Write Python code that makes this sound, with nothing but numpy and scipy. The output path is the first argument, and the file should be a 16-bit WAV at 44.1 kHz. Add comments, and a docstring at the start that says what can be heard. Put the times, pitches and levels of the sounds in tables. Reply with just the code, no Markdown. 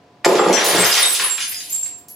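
"""A hammer smashes a drinking glass

Ventilation hums in a quiet, hard-walled room. The glass cracks, and the hammer head thumps and
bounces on the wooden table, making its top ring. Shards rain on table and floor, clattering and
ringing until the last splinter settles. A limiter (an automatic volume control) holds the loud
part level."""
import sys
import numpy as np
from scipy import signal
from scipy.fft import rfft, irfft
from scipy.io import wavfile

SR = 44100
rng = np.random.default_rng(int(sys.argv[2]) if len(sys.argv) > 2 else 0)


def transcribe(signal):
    """Save signal, clipped to [-1, 1], as a 16-bit WAV file at the path in sys.argv[1]."""
    frames = np.atleast_2d(signal).T
    limited = np.clip(frames, -1, 1)
    pcm = np.round(limited * 32767).astype(np.int16)
    wavfile.write(sys.argv[1], SR, pcm)


N = 94815
TIME = np.arange(N) / SR

# How loud the falling splinters are. 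Each row: time in seconds, level in dB.
SPLINTER_LEVELS = [(.243, -69), (.25, -32.5), (.37, -41), (.42, -43.5), (.63, -38), (.655, -24.5),
                   (.76, -34), (.82, -28), (1.12, -27), (1.25, -34.5), (1.36, -41.5), (1.52, -42),
                   (1.66, -40.5), (1.71, -38), (1.87, -48.5), (1.95, -94)]
# The tone colour of the splinters. Each row: frequency in Hz, level in dB.
SPLINTER_COLOUR = [(7000, 3.5), (8500, 1), (10000, 11), (12500, -5.5), (14900, -6)]


def from_db(db):
    """Turn decibels into a number to multiply by."""
    return 10 ** (np.asarray(db) / 20)


def unit_power(x):
    """Scale a sound to an average power of 1."""
    return x / np.sqrt(np.mean(x ** 2) + 1e-20)


def at_hz(points, hz):
    """Read between the rows of a table, spacing frequencies by octaves."""
    row_hz, values = np.transpose(points)
    return np.interp(np.log(hz + 1e-9), np.log(row_hz), values)


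def coloured(x, colour):
    """Turn each frequency up or down by a table of Hz and dB."""
    hz = np.fft.rfftfreq(x.shape[-1], 1 / SR)
    return irfft(rfft(x) * from_db(at_hz(colour, hz)), x.shape[-1])


def stereo_noise(size=N):
    """Noise from all around: alike in both ears in the bass, wide in the treble."""
    # Each row: frequency in Hz, level in dB of the left-right difference against the shared part.
    width = [(150, -21), (350, -15), (700, -9), (1500, -5), (4000, -2.5), (12000, -5)]
    return rng.standard_normal(size) + coloured(rng.standard_normal(size), width) * np.array([[1], [-1]])


def fade(t60):
    """Die away from 1, dropping 60 dB in t60 seconds."""
    return np.exp(-np.minimum(np.log(1000) * TIME / t60, 40))


def add(out, start_s, x):
    """Mix x into out at the given time."""
    start = int(np.clip(start_s * SR, 0, N - 1))
    out[start:start + len(x)] += x[:N - start]


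def ring(clicks, hz, t60):
    """Each click starts a fading tone as strong as the click."""
    decay = np.exp(-np.log(1000) / (t60 * SR))
    angle = 2 * np.pi * hz / SR
    return signal.lfilter([0, np.sin(angle)], [1, -2 * decay * np.cos(angle), decay ** 2], clicks + 1e-18)


def high_pass(x, hz):
    """Steeply cut everything below hz."""
    return signal.sosfilt(signal.butter(8, hz, "high", fs=SR, output="sos"), x)


def ventilation(air_db=-52.5):
    """A soft rush of air with a few steady fan tones."""
    # The rushing air. Each row: frequency in Hz, relative level in dB.
    air_colour = [(30, -36), (100, -6.5), (280, -7.5), (900, -13.5), (1400, -20.5), (5000, -29.5),
                  (12000, -48.5)]
    # The fan tones. Each row: pitch in Hz, level in dB.
    fan_tones = [(281, -67.5), (712, -59), (1001, -64.5)]
    hum = sum(from_db(db) * np.sqrt(2) * np.sin(2 * np.pi * (hz * TIME + rng.random()))
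              for hz, db in fan_tones)
    return from_db(air_db) * unit_power(coloured(stereo_noise(), air_colour)) + hum


def shower(levels, colour, hits_per_s, ring_cycles, spread_db=4.5):
    """Pieces of one size land at random; each rings its own mix of 36 short tones."""
    hits = np.flatnonzero(rng.random(N) < hits_per_s / SR)
    strengths = from_db(spread_db * np.minimum(rng.exponential(1, N), 3))[hits]
    lowest_hz, highest_hz = colour[0][0], colour[-1][0]
    out = np.zeros(N)
    for hz in np.geomspace(lowest_hz, highest_hz, 36):
        clicks = np.zeros(N)
        clicks[hits] = strengths * rng.standard_normal(N)[hits]
        ringing = unit_power(ring(clicks, hz, ring_cycles / hz))
        out += from_db(at_hz(colour, hz)) * np.sqrt(hz) * ringing  # higher tones stand for wider bands
    times, db = np.transpose(levels)
    loudness = from_db(np.interp(TIME, times, db)) * (TIME > times[0])
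    return unit_power(high_pass(out, lowest_hz * 2 / 3)) * loudness


def falling_glass():
    """The wood rattles under a rain of chunks, shards and splinters; smaller pieces ring higher."""
    # How loud each layer is. Each row: time in seconds, level in dB.
    rattle_levels = [(.245, -36), (.262, -9.5), (.5, -21), (.56, -24), (.7, -21.5), (.83, -29),
                     (1.0, -32.5), (1.09, -35.5), (1.15, -54), (1.21, -33), (1.42, -63), (1.47, -85)]
    chunk_levels = [(.243, -21), (.25, -23), (.5, -23), (.6, -20.5), (.7, -23), (.82, -17.5), (.92, -27.5),
                    (1.0, -20.5), (1.12, -37.5), (1.24, -33), (1.35, -50), (1.41, -59), (1.5, -99)]
    shard_levels = [(.243, -55), (.25, -27), (.37, -24.5), (.42, -30), (.52, -24), (.56, -24.5),
                    (.72, -20.5), (.85, -22), (.97, -18), (1.1, -27), (1.2, -26), (1.35, -38),
                    (1.41, -21.5), (1.5, -52), (1.66, -40.5), (1.73, -40), (1.88, -61), (1.96, -75)]
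    # The tone colour of each layer. Each row: frequency in Hz, level in dB.
    rattle_colour = [(240, -25), (350, -3), (560, -1.5), (800, -1.5), (1300, -13)]
    chunk_colour = [(680, -11), (1300, -6.5), (2000, -6.5), (2800, -12.5), (3600, -13.5)]
    shard_colour = [(2100, -4), (3000, 5), (4200, 4), (5800, 3), (7500, -2)]
    return (shower(rattle_levels, rattle_colour, hits_per_s=380, ring_cycles=27)
            + shower(chunk_levels, chunk_colour, hits_per_s=450, ring_cycles=66)
            + shower(shard_levels, shard_colour, hits_per_s=400, ring_cycles=66)
            + shower(SPLINTER_LEVELS, SPLINTER_COLOUR, hits_per_s=220, ring_cycles=130))


def tinkling_chips(chips_per_s=180, boost_db=3, spread_db=2):
    """Small chips land at random, each with its own pitch; their loudness follows the splinters."""
    times, levels = np.transpose(SPLINTER_LEVELS)
    out, decay = np.zeros(N), fade(t60=0.1)[:SR // 2]
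    lands = (rng.random(N) < chips_per_s / SR) & (TIME > times[0])
    pitches = rng.uniform(SPLINTER_COLOUR[0][0], SPLINTER_COLOUR[-1][0], N)
    chips = np.column_stack([TIME, pitches, rng.normal(boost_db, spread_db, N)])
    for start, hz, extra_db in chips[lands]:
        db = np.interp(start, times, levels) + at_hz(SPLINTER_COLOUR, hz) / 2 + extra_db
        add(out, start, from_db(db) * decay * np.sin(2 * np.pi * hz * TIME[:len(decay)]))
    return out


def cracks_and_clacks(width_octaves=1.81, grain=1.17):
    """The glass breaks, then pieces land hard: sudden bursts of crackle that die quickly."""
    # The bursts. Each row: start in seconds, level in dB, centre frequency in Hz.
    bursts = [(0.2459, -5, 1200), (0.247, -9.5, 4200), (0.528, -13, 4640), (0.57, -11.5, 1810),
              (0.6434, -12, 8400), (0.73, -22, 2780), (.853, -10.5, 1820), (0.979, -11, 2920),
              (1.149, -11, 4700), (1.196, -9.5, 2090), (1.236, -14.5, 1900), (1.381, -18, 1960),
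              (1.41, -20, 3140), (1.52, -22.5, 3340), (1.544, -26.5, 3500), (1.604, -27, 3460),
              (1.857, -32.5, 3360), (1.98, -40.5, 10970), (2.0837, -31.5, 8900)]
    out = np.zeros(N)
    for start, db, hz in bursts:
        edges_hz = np.clip(hz * 2 ** (np.array([-.5, .5]) * width_octaves), 20, SR * .45)
        noise = rng.standard_normal(N)
        crackle = np.sign(noise) * np.abs(noise) ** grain  # grain above 1 makes the noise spiky
        burst = signal.sosfilt(signal.butter(3, edges_hz, "band", fs=SR, output="sos"), crackle)
        add(out, start, from_db(db) * unit_power(burst) * fade(t60=0.059))
    return out


def ringing_shards():
    """Single shards ring briefly; echoes from close by make each tone swell and flutter."""
    # The rings. Each row: start in seconds, level in dB, pitch in Hz.
    pings = [(0.247, -14, 7327), (0.252, -27, 6070), (0.249, -24.5, 11620), (0.384, -17, 7460),
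             (0.528, -7, 5852), (0.533, -15.5, 7280), (0.68, -10.5, 9600), (.685, -26, 12527),
             (0.778, -12, 7430), (0.796, -8, 8165), (.838, -12.5, 5090), (0.849, -11, 6220),
             (0.861, -18.5, 11620), (.862, -14, 13760), (.9134, -10.5, 5040), (.968, -20, 15100),
             (0.991, -13, 9850), (1.021, -6.5, 9415), (1.028, -9, 3736), (1.0557, -8, 8050),
             (1.098, -13.5, 8050), (1.099, -19, 14450), (1.115, -14.5, 10180), (1.61, -33.5, 5000),
             (1.236, -9.5, 10240), (1.296, -10, 7478), (1.4, -18, 9750), (1.42, -21, 6423),
             (1.475, -17, 10320), (1.48, -26, 14200), (1.493, -22, 12800), (1.511, -24, 9550),
             (1.54, -21, 5017), (1.565, -29, 6804), (1.586, -27, 6340), (1.696, -25, 6670),
             (1.70, -26, 14580), (1.703, -21, 11560), (1.722, -11, 7490), (1.749, -14, 7425),
             (1.829, -13, 7480), (1.887, -25, 7480), (2.0813, -41, 14500), (2.098, -31, 11300)]
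    out, size = np.zeros((2, N)), SR // 2
    ring_fade, echo_fade = fade(t60=0.14)[:size], fade(t60=0.14)[:size]
    for start, db, hz in pings:
        tone = from_db(db) * ring_fade * np.sin(2 * np.pi * hz * TIME[:size])
        echoes = stereo_noise(size) * echo_fade
        heard = signal.fftconvolve(tone[None], echoes, axes=1)[:, :size]
        for channel, x in zip(out, tone.std() * unit_power(heard)):
            add(channel, start, x)
    return out


def hammer(ring_cycles=24.1, spread_db=2.3):
    """The hammer hits the table and bounces, ringing the wood; some blows sound bright, others dull."""
    # The blows. Each row: start in seconds, level in dB, frequency in Hz above which tones weaken.
    blows = [(0.2626, 0.5, 1190), (0.301, -11, 483), (0.344, 0.5, 280), (.394, 0, 1430), (.461, 0, 1280),
             (.493, 1, 527)]
    # The natural tones of the table top. Each row: pitch in Hz, level in dB.
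    wood_tones = [(160, -24), (205, -18.5), (255, -12), (304, -10), (356, -4), (478, -0.5), (568, -1.5),
                  (745, -2.5), (804, 0), (888, 1.5), (1010, -6), (1200, 0)]
    starts, blow_db, bright_hz = np.transpose(blows)
    out = np.zeros(N)
    for k, (hz, tone_db) in enumerate(wood_tones):
        strengths = from_db(blow_db + tone_db + rng.normal(0, spread_db, len(starts)))
        clicks = np.zeros(N)
        clicks[(starts * SR).astype(int)] = strengths / np.hypot(1, (hz / bright_hz) ** 2)
        out += (-1) ** k * ring(clicks, hz, ring_cycles / hz)  # every other tone starts downward
    return out


def floor_thuds():
    """Heavy pieces land and make the floor boom briefly."""
    # The landings. Each row: start in seconds, level in dB.
    landings = [(0.727, -12), (.747, -8), (.783, -7)]
    # The tone colour of the floor. Each row: frequency in Hz, level in dB.
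    floor_colour = [(100, 8), (160, 4), (230, -5.5), (380, 10), (900, -6), (4000, -24.5)]
    out = np.zeros(N)
    for start, db in landings:
        boom = unit_power(coloured(rng.standard_normal(N), floor_colour))
        add(out, start, from_db(db) * boom * fade(t60=0.11))
    return out


def room(x, echo_db, gap_s=0.0028):
    """Hard walls add a wash of echoes that dies soonest in the high treble."""
    # How long the room rings. Each row: frequency in Hz, seconds to fade by 60 dB.
    fade_times = [(150, 0.35), (2000, 0.47), (7000, 0.38), (14000, 0.22)]
    spectrum, hz = rfft(stereo_noise()), np.fft.rfftfreq(N, 1 / SR)
    tail = np.zeros((2, N))
    for low_hz in 45 * 2. ** np.arange(9):
        t60 = at_hz(fade_times, low_hz * np.sqrt(2))
        octave = irfft(spectrum * ((hz >= low_hz) & (hz < 2 * low_hz)), N)
        tail += octave * fade(t60) * np.sqrt(2 * np.log(1000) / (t60 * SR))  # same energy for any t60
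    echoes = signal.fftconvolve(np.atleast_2d(x), tail * (TIME > gap_s), axes=1)[:, :N]
    return (x + from_db(echo_db) * echoes) / np.hypot(1, from_db(echo_db))


def scene():
    """The smash sounds in the room, slightly to the right, over the ventilation."""
    smash = falling_glass() + hammer() + cracks_and_clacks() + floor_thuds() + tinkling_chips()
    smash = high_pass(smash, hz=144)  # table and floor give off no deep bass
    in_room = room(smash, echo_db=3) + room(ringing_shards(), echo_db=-1.5)
    return in_room * from_db([[-0.4], [0.4]]) + ventilation()


def record(dry, limit_db=-10, attack_s=0.007, release_db_per_s=27.5, cutoff_hz=15800):
    """A limiter lets the crack through, then holds the level; peaks are rounded, top treble is cut."""
    smoothing = np.exp(-1 / (attack_s * SR))
    power = signal.lfilter([1 - smoothing], [1, -smoothing], np.mean(dry ** 2, axis=0))
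    excess_db = np.maximum(10 * np.log10(power + 1e-12) - limit_db, 0)
    recovery_db = release_db_per_s * TIME
    cut_db = np.maximum.accumulate(excess_db + recovery_db) - recovery_db  # down fast, back up slowly
    rounded = 1.2 * np.tanh(dry * from_db(-cut_db) / 1.2)
    return signal.sosfilt(signal.ellip(10, .2, 80, cutoff_hz, fs=SR, output="sos"), rounded)


dry = scene()
out = record(dry)
transcribe(out)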